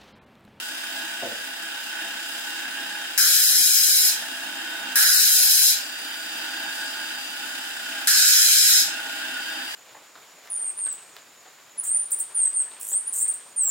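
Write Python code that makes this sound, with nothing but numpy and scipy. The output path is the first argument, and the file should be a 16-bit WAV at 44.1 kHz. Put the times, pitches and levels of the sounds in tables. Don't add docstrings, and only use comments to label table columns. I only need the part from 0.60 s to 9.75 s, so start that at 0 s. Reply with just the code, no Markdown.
import sys
import numpy as np
from scipy import signal
from scipy.fft import rfft, irfft, next_fast_len
from scipy.io import wavfile
from scipy.ndimage import uniform_filter1d, map_coordinates

SR = 44100
rng = np.random.default_rng(int(sys.argv[2]) if len(sys.argv) > 2 else 0)


def persist_wave(psi):
    counts = np.round(np.clip(psi, -1, 1) * 32767).astype(np.int16)
    wavfile.write(sys.argv[1], SR, np.atleast_2d(counts).T)


def elevation(decibels):
    levels = np.asarray(decibels, float)
    return 10 ** (levels / 20)


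N = 403515

HOP = 256
FRAMES = N // HOP + 5
HZ = np.fft.rfftfreq(4 * HOP, 1 / SR)
T, TF = np.arange(N) / SR, np.arange(FRAMES) * HOP / SR
SIDES = np.array([[.5], [-.5]])


def evened(x):
    return x / np.sqrt(np.mean(np.abs(x) ** 2) + 1e-20)


def read(points, hz):
    f, value = np.transpose(points)
    return np.interp(np.log(hz + 1), np.log(f + 1), value)


def columns(rows, t):
    s, *values = np.transpose(rows)
    return [np.interp(t, s, v) for v in values]


def humps(modes):
    return sum(db / (1 + (2 * (HZ - hz) / w) ** 2) for hz, w, db in modes)


def drift(t, top_hz):
    rates = np.geomspace(.3, top_hz, num=24)
    coarse = np.arange(0, N / SR + .02, .005)
    phases = 2 * np.pi * (np.outer(coarse, rates) + rng.random(len(rates)))
    waves = np.sin(phases) / rates ** 0.36
    return np.interp(t, coarse, evened(waves.sum(axis=1)))


def pair(same):
    a, b = rng.standard_normal((2, N))
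    same = np.clip(same, -1, 1)
    return np.array([a, same * a + np.sqrt(1 - same ** 2) * b])


def resonate(x, hz, width):
    turn = np.exp(2j * np.pi * np.cumsum(hz * np.ones(N)) / SR)
    r = np.exp(-np.pi * width / SR)
    return 2 * (turn * signal.lfilter([1 - r], [1, -r], x * turn.conj())).real


def hiss(colour_db, same, lean, patchy_db, flicker_db, turn=0):
    a, b, c, d, patches = rng.standard_normal((FRAMES, len(HZ), 5)).T
    patches = uniform_filter1d(patches, size=8, axis=0)
    patches = evened(uniform_filter1d(patches, size=10, axis=1))
    flicker = evened(uniform_filter1d(rng.standard_normal(FRAMES), size=2))
    alike = np.clip(read(same, HZ), -1, 1)[:, None]
    left = a + 1j * b
    right = alike * left * np.exp(1j * turn) + np.sqrt(1 - alike ** 2) * (c + 1j * d)
    z = np.array([left, right])
    z *= elevation(SIDES * read(lean, HZ))[:, :, None]
    z *= elevation(colour_db + patchy_db * patches + flicker_db * flicker)
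    return evened(signal.istft(z, nperseg=4 * HOP, noverlap=3 * HOP)[1][:, :N])


# [f/Hz, level/dB per Hz]
WASH_COLOUR = [(35, -86), (60, -63), (188, -39), (221, -28), (261, -14.5), (416, -21), (837, -10),
               (1190, -12), (1650, -2), (2180, -13), (2810, -3.5), (4280, -10), (4810, -8.5), (5530, -8.5),
               (15800, -21)]
# [f/Hz, width/Hz, level/dB]
PAN_DIPS = [(446, 71, -2.5), (1080, 280, -4), (4355, 190, -7.5), (5710, 290, -12.5), (6540, 470, -6),
            (8840, 410, -4), (11280, 700, -3.5), (14700, 1200, -3), (15440, 1200, 5.5)]
# [f/Hz, likeness -1 to 1]
SPRAY_SAME = [(100, 0.8), (290, 0.72), (900, -0.025), (1500, 0.21), (2200, 0.3), (3200, -0.69),
              (4500, -0.097), (15000, 0.083)]
# [f/Hz, left over right level/dB]
SPRAY_LEAN = [(60, 4), (180, 5.5), (550, 0), (1650, -2), (4970, 0), (15000, 3)]


def spray(speed, drone_db):
    spray_db = 0.7 * drift(TF, top_hz=5.5)
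    treble = np.clip(np.log2(HZ / 2500 + .01), 0, 1)[:, None]
    colour_db = (read(WASH_COLOUR, HZ) + humps(PAN_DIPS))[:, None]
    colour_db = colour_db + treble * spray_db + (1 - treble) * 0.31 * drone_db
    shaft_hz = 32.6
    turn = 2 * np.pi * np.cumsum(shaft_hz * speed) / SR
    throb = 1 + 0.12 * np.cos(turn) + 0.069 * np.cos(2 * turn + 0.94)
    return elevation(-32.5) * hiss(colour_db, SPRAY_SAME, SPRAY_LEAN, patchy_db=.7, flicker_db=.35) * throb


# [f/Hz, width/Hz, level/dB]
MOTOR_TONES = [(198.8, 4.3, -65.5), (265.2, 8.3, -58), (317.8, 15, -57.5), (663, 8.3, -57), (816, 10, -53),
               (882, 5, -57), (918, 8.3, -62), (1286, 46, -75), (1425, 10, -70.5), (1462, 6.7, -45.5),
               (1497, 18, -46.5), (1612, 7.3, -45.5), (1620, 12, -49), (1770, 5.3, -55.5),
               (2550, 11, -59.5), (2746, 12, -50), (3037, 7.8, -53), (3115, 26, -49.5), (3616, 25, -50.5)]


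def fuzzy_tones(speed):
    size = next_fast_len(N + SR // 2)
    f = np.fft.rfftfreq(size, 1 / SR)
    power = sum(elevation(2 * db) * w * SR / (4 * np.pi) / ((f - hz) ** 2 + w ** 2 / 4) for hz, w, db in MOTOR_TONES)
    steady = irfft(rfft(pair(same=0.86), size) * np.sqrt(power * size / N), size)
    return np.array([map_coordinates(ear, [np.cumsum(speed)], order=3) for ear in steady])


def whine(whine_hz):
    peak_hz, width_hz, lift_db = 4708, 45, 11
    whine_db = -60 + lift_db / (1 + (2 * (whine_hz - peak_hz) / width_hz) ** 2)
    waver_hz = 3.0 * evened(uniform_filter1d(rng.standard_normal(N), size=3000))
    phase = 2 * np.pi * np.cumsum(whine_hz + waver_hz) / SR + np.array([[0], [1.2]])
    sideband_hz = 182
    lines = np.cos(phase) + elevation(-6) * np.cos(phase + 2 * np.pi * sideband_hz * T)
    return elevation(whine_db + 9.0) * lines


# [t/s, f/Hz]
WHINE_PITCH = [(0, 4772), (2.4, 4778), (3.6, 4782), (4.3, 4758), (5.2, 4712), (6.7, 4705), (6.78, 4686),
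               (7.1, 4673), (7.45, 4686), (8.3, 4682), (8.55, 4660), (8.75, 4680), (8.88, 4710),
               (9.15, 4704)]


def motor():
    whine_hz, = columns(WHINE_PITCH, T)
    speed = whine_hz / 4706
    rise_db_per_s, swell_db = 0.15, 2.26
    drone_db = rise_db_per_s * (TF - TF.mean()) + swell_db * drift(TF, top_hz=9)
    drone = fuzzy_tones(speed) * elevation(np.interp(T, TF, drone_db)) * elevation([[-1.2], [1.2]])
    return spray(speed, drone_db) + drone + whine(whine_hz)


# [f/Hz, level/dB, t60/s]
BENCH_MODES = [(125, -13.5, 0.22), (256, -10, 0.19), (337, -13, 0.13), (385, -5, 0.11), (541, -4.5, 0.19),
               (619, -3, 0.15), (685, 4.5, 0.078), (880, -9, 0.088), (1050, -5, 0.038)]
# [t/s, peak level/dB, pitch factor]
KNOCKS = [
    (.621, -22.5, 1),
    (.648, -26, .91),
    (.712, -32, .85),
]


def knocks():
    out, t = np.zeros(N), np.arange(SR // 2) / SR
    for s, db, pitch in KNOCKS:
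        ring = sum(elevation(d - 60 * t / t60) * np.sin(2 * np.pi * hz * pitch * t) for hz, d, t60 in BENCH_MODES)
        ring *= 1 - np.exp(-t / 0.0086)
        out[round(s * SR):][:len(t)] += elevation(db) * ring / np.abs(ring).max()
    return np.array([out, out])


LIFT_DB_PER_S = 190


def stroke(t, touch, lift):
    bite_s, settle_s = 0.00054, 0.036
    since = t - touch
    contact = np.clip(since / bite_s, 0, 1)
    fresh = np.exp(-np.maximum(since, 0) / settle_s)
    return contact, fresh, np.maximum(t - lift, 0)


# [pan ring at touch level/dB, pan ring held level/dB, judder level/dB, judder left over right level/dB]
SHAKE = [
    (-6.5, -17, -29.5, 10),
    (-1, -17, -32, 5.5),
    (-9.5, -13.5, -42.5, 0),
]


def judder():
    lumps = elevation(2.6 * evened(uniform_filter1d(rng.standard_normal((2, N)), size=2500)))
    low = resonate(pair(same=0.12), 130, 170)
    high = resonate(pair(same=0.09), 420, 250)
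    rumble = evened(low + 1.2 * high) * evened(lumps)
    held = 0
    for (touch, lift, db, _, _), (_, _, shake_db, lean_db) in zip(PRESSES, SHAKE):
        contact, _, gone = stroke(T, touch, lift)
        held = held + contact * elevation(db + shake_db - LIFT_DB_PER_S * gone + SIDES * lean_db)
    return rumble * held


# [f/Hz, width/Hz, level/dB]
PAN_MODES = [(1537, 130, 1), (1634, 110, 0), (1706, 330, -5)]


def pan_ring():
    shake = pair(same=0.66)
    ring = evened(sum(elevation(db) * resonate(resonate(shake, hz, w), hz, 2 * w) for hz, w, db in PAN_MODES))
    peal = 0
    for (touch, lift, db, _, _), (struck_db, held_db, _, _) in zip(PRESSES, SHAKE):
        contact, _, gone = stroke(T, touch, lift)
        struck = np.exp(-np.maximum(T - touch, 0) / 0.12)
        level = contact * elevation(db - LIFT_DB_PER_S * gone)
        peal = peal + level * (elevation(held_db) + elevation(struck_db) * struck)
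    return peal * ring * elevation([[-1.8], [1.8]])


# [f/Hz, level/dB per Hz]
GRIT_COLOUR = [(1060, -61), (1800, -18), (2400, -11.5), (3100, -8.5), (3900, -4.5), (5000, -2), (6200, -2),
               (8000, -5), (10500, -2.5), (12400, -4.5), (14000, -6), (15800, -12)]
# [f/Hz, width/Hz, level/dB]
DISC_MODES = [(2130, 150, -5), (2700, 100, -10), (2880, 100, -5), (3520, 170, -9), (4010, 300, 2),
              (4600, 190, -15), (5180, 600, 5), (5750, 220, -10), (7090, 300, 2), (8230, 300, 2),
              (8750, 200, -7), (9800, 300, -6), (12100, 600, 2), (14700, 400, -4)]
# [f/Hz, likeness -1 to 1]
GRIT_SAME = [(1500, 0.37), (2500, 0.26), (3400, 0.55), (5500, 0.49), (7000, 0.44), (8000, 0.11),
             (15000, 0.069)]
# [f/Hz, left over right level/dB]
GRIT_LEAN = [(1800, -3.5), (4400, -2.5), (8000, 1.5), (15000, 5)]
# [f/Hz, phase/rad]
GRIT_TURN = [(1500, -1.5), (2300, -1), (3000, -2), (5000, -2), (7000, -2.5)]


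def scratches(wander_db):
    which = np.maximum(np.searchsorted([row[0] - .1 for row in PRESSES], TF) - 1, 0)
    touch, lift, _, fizz_db, _ = np.transpose(PRESSES)[:, which]
    _, fresh, gone = stroke(TF, touch, lift)
    fizz_db = fizz_db - SETTLE_DB * fresh - 58.5 * np.minimum(gone, .5)
    fizz_db = fizz_db - wander_db + .9 * drift(TF, top_hz=8)
    top = np.clip((HZ - 8000) / 2000, 0, 1)[:, None]
    fizz = hiss(top * fizz_db, GRIT_SAME, GRIT_LEAN, patchy_db=1.6, flicker_db=.8,
                turn=read(GRIT_TURN, HZ)[:, None])
    bites = np.minimum(rng.exponential(1, N // 16 + 1), 3.5)
    grains = elevation(2.32 * uniform_filter1d(np.repeat(bites, 16)[:N], size=24))
    disc = signal.firwin2(4 * HOP + 1, HZ, elevation(read(GRIT_COLOUR, HZ) + humps(DISC_MODES)), fs=SR)
    return evened(signal.oaconvolve(fizz * grains, disc[None], "same"))


SETTLE_DB = -2.5
# [touch t/s, lift t/s, pressure level/dB, top fizz re hiss level/dB, left over right level/dB]
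PRESSES = [
    (2.577, 3.486, -21.5, 1, 1.3),
    (4.356, 5.099, -21, 1.5, 0.5),
    (7.4718, 8.192, -18.5, -2, 0.06),
]


def grinding():
    wander_db = .5 * drift(TF, top_hz=10)
    sway_db = .9 * drift(T, top_hz=9)
    push = 0
    for touch, lift, db, _, lean_db in PRESSES:
        contact, fresh, gone = stroke(T, touch, lift)
        level = contact * elevation(db - LIFT_DB_PER_S * gone)
        push = push + level * elevation(SETTLE_DB * fresh + SIDES * (lean_db + sway_db))
    return elevation(8.5 + np.interp(T, TF, wander_db)) * scratches(wander_db) * push + pan_ring()


# [f/Hz, t60/s]
ROOM_T60 = [(300, 0.67), (2000, 0.41), (8000, 0.13), (15000, 0.079)]


def room(x):
    taps = np.zeros((2, SR // 2))
    at = np.arange(200, SR // 2 - 20, 20) + rng.integers(0, 20, (2, (SR // 2 - 201) // 20))
    np.put_along_axis(taps, at, rng.choice([-1., 1.], at.shape), 1)
    hz, t, z = signal.stft(taps, SR, nperseg=256)
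    tail = signal.istft(z * elevation(-60 * t / read(ROOM_T60, hz)[:, None]), SR, nperseg=256)[1]
    return signal.fftconvolve(x, tail / np.linalg.norm(tail[0]), axes=1)[:, :N]


def scene():
    stone, bench = grinding(), knocks()
    return motor() + stone + bench + judder() + room(elevation(-6.5) * stone + elevation(-11) * bench)


# [f/Hz, level/dB]
ROUNDING_STEP = [(100, -20), (300, -14), (700, -9.5), (1300, -7), (2000, -1.5), (3500, 3), (5000, 5),
                 (8000, 5), (11000, 5), (14000, 5), (15000, 2), (15500, -2)]


def spectral_squeeze(x, size=1024):
    offset = 220
    n, k = np.arange(2 * size), np.arange(size)
    basis = np.cos(np.pi / size * np.outer(n + (1 + size) / 2, k + .5)) * np.sqrt(2 / size)
    basis *= np.sin(np.pi * (n + .5) / (2 * size))[:, None]
    count = N // size + 3
    blocks = np.pad(x, ((0, 0), (size + offset, count * size - N - offset))).reshape(2, -1, size)
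    lines = np.concatenate([blocks[:, :-1], blocks[:, 1:]], axis=2) @ basis
    level_db = 10 * np.log10((lines ** 2).mean(axis=2, keepdims=True) + 1e-12)
    uneven = evened(uniform_filter1d(rng.standard_normal((count, size // 4)), size=3, axis=0))
    uneven_db = 4 * np.repeat(uneven, 4, axis=1)
    step_db = level_db + .33 * (level_db + 18) + uneven_db
    step = elevation(step_db + read(ROUNDING_STEP, k * SR / (2 * size)))
    block_db = 10 * np.log10((blocks ** 2).mean(axis=(0, 2)) + 1e-12)
    jump = np.diff(block_db) > 4
    step[:, jump | np.roll(jump, 1)] *= .1
    rounded = np.sign(lines) * np.floor(abs(lines) / step + .4) * step
    back = rounded @ basis.T
    return (back[:, 1:, :size] + back[:, :-1, size:]).reshape(2, -1)[:, offset:offset + N]


def roll_off(x):
    return signal.sosfilt(signal.butter(12, 17000, fs=SR, output="sos"), x)


def record(dry):
    power_db = 10 * np.log10(abs(uniform_filter1d((dry ** 2).mean(0), size=2000)) + 1e-12)
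    gain_cut = elevation(.15 * np.maximum(power_db + 30, 0))
    x = .8 * np.tanh(dry / gain_cut / .8)
    x = signal.sosfilt(signal.butter(4, 150, "highpass", fs=SR, output="sos"), x)
    edge = signal.firwin(511, 15900, window=("kaiser", 7), fs=SR)
    mix = spectral_squeeze(signal.oaconvolve(x, edge[None], "same"))
    return roll_off(mix)


dry = scene()
out = record(dry)
persist_wave(out)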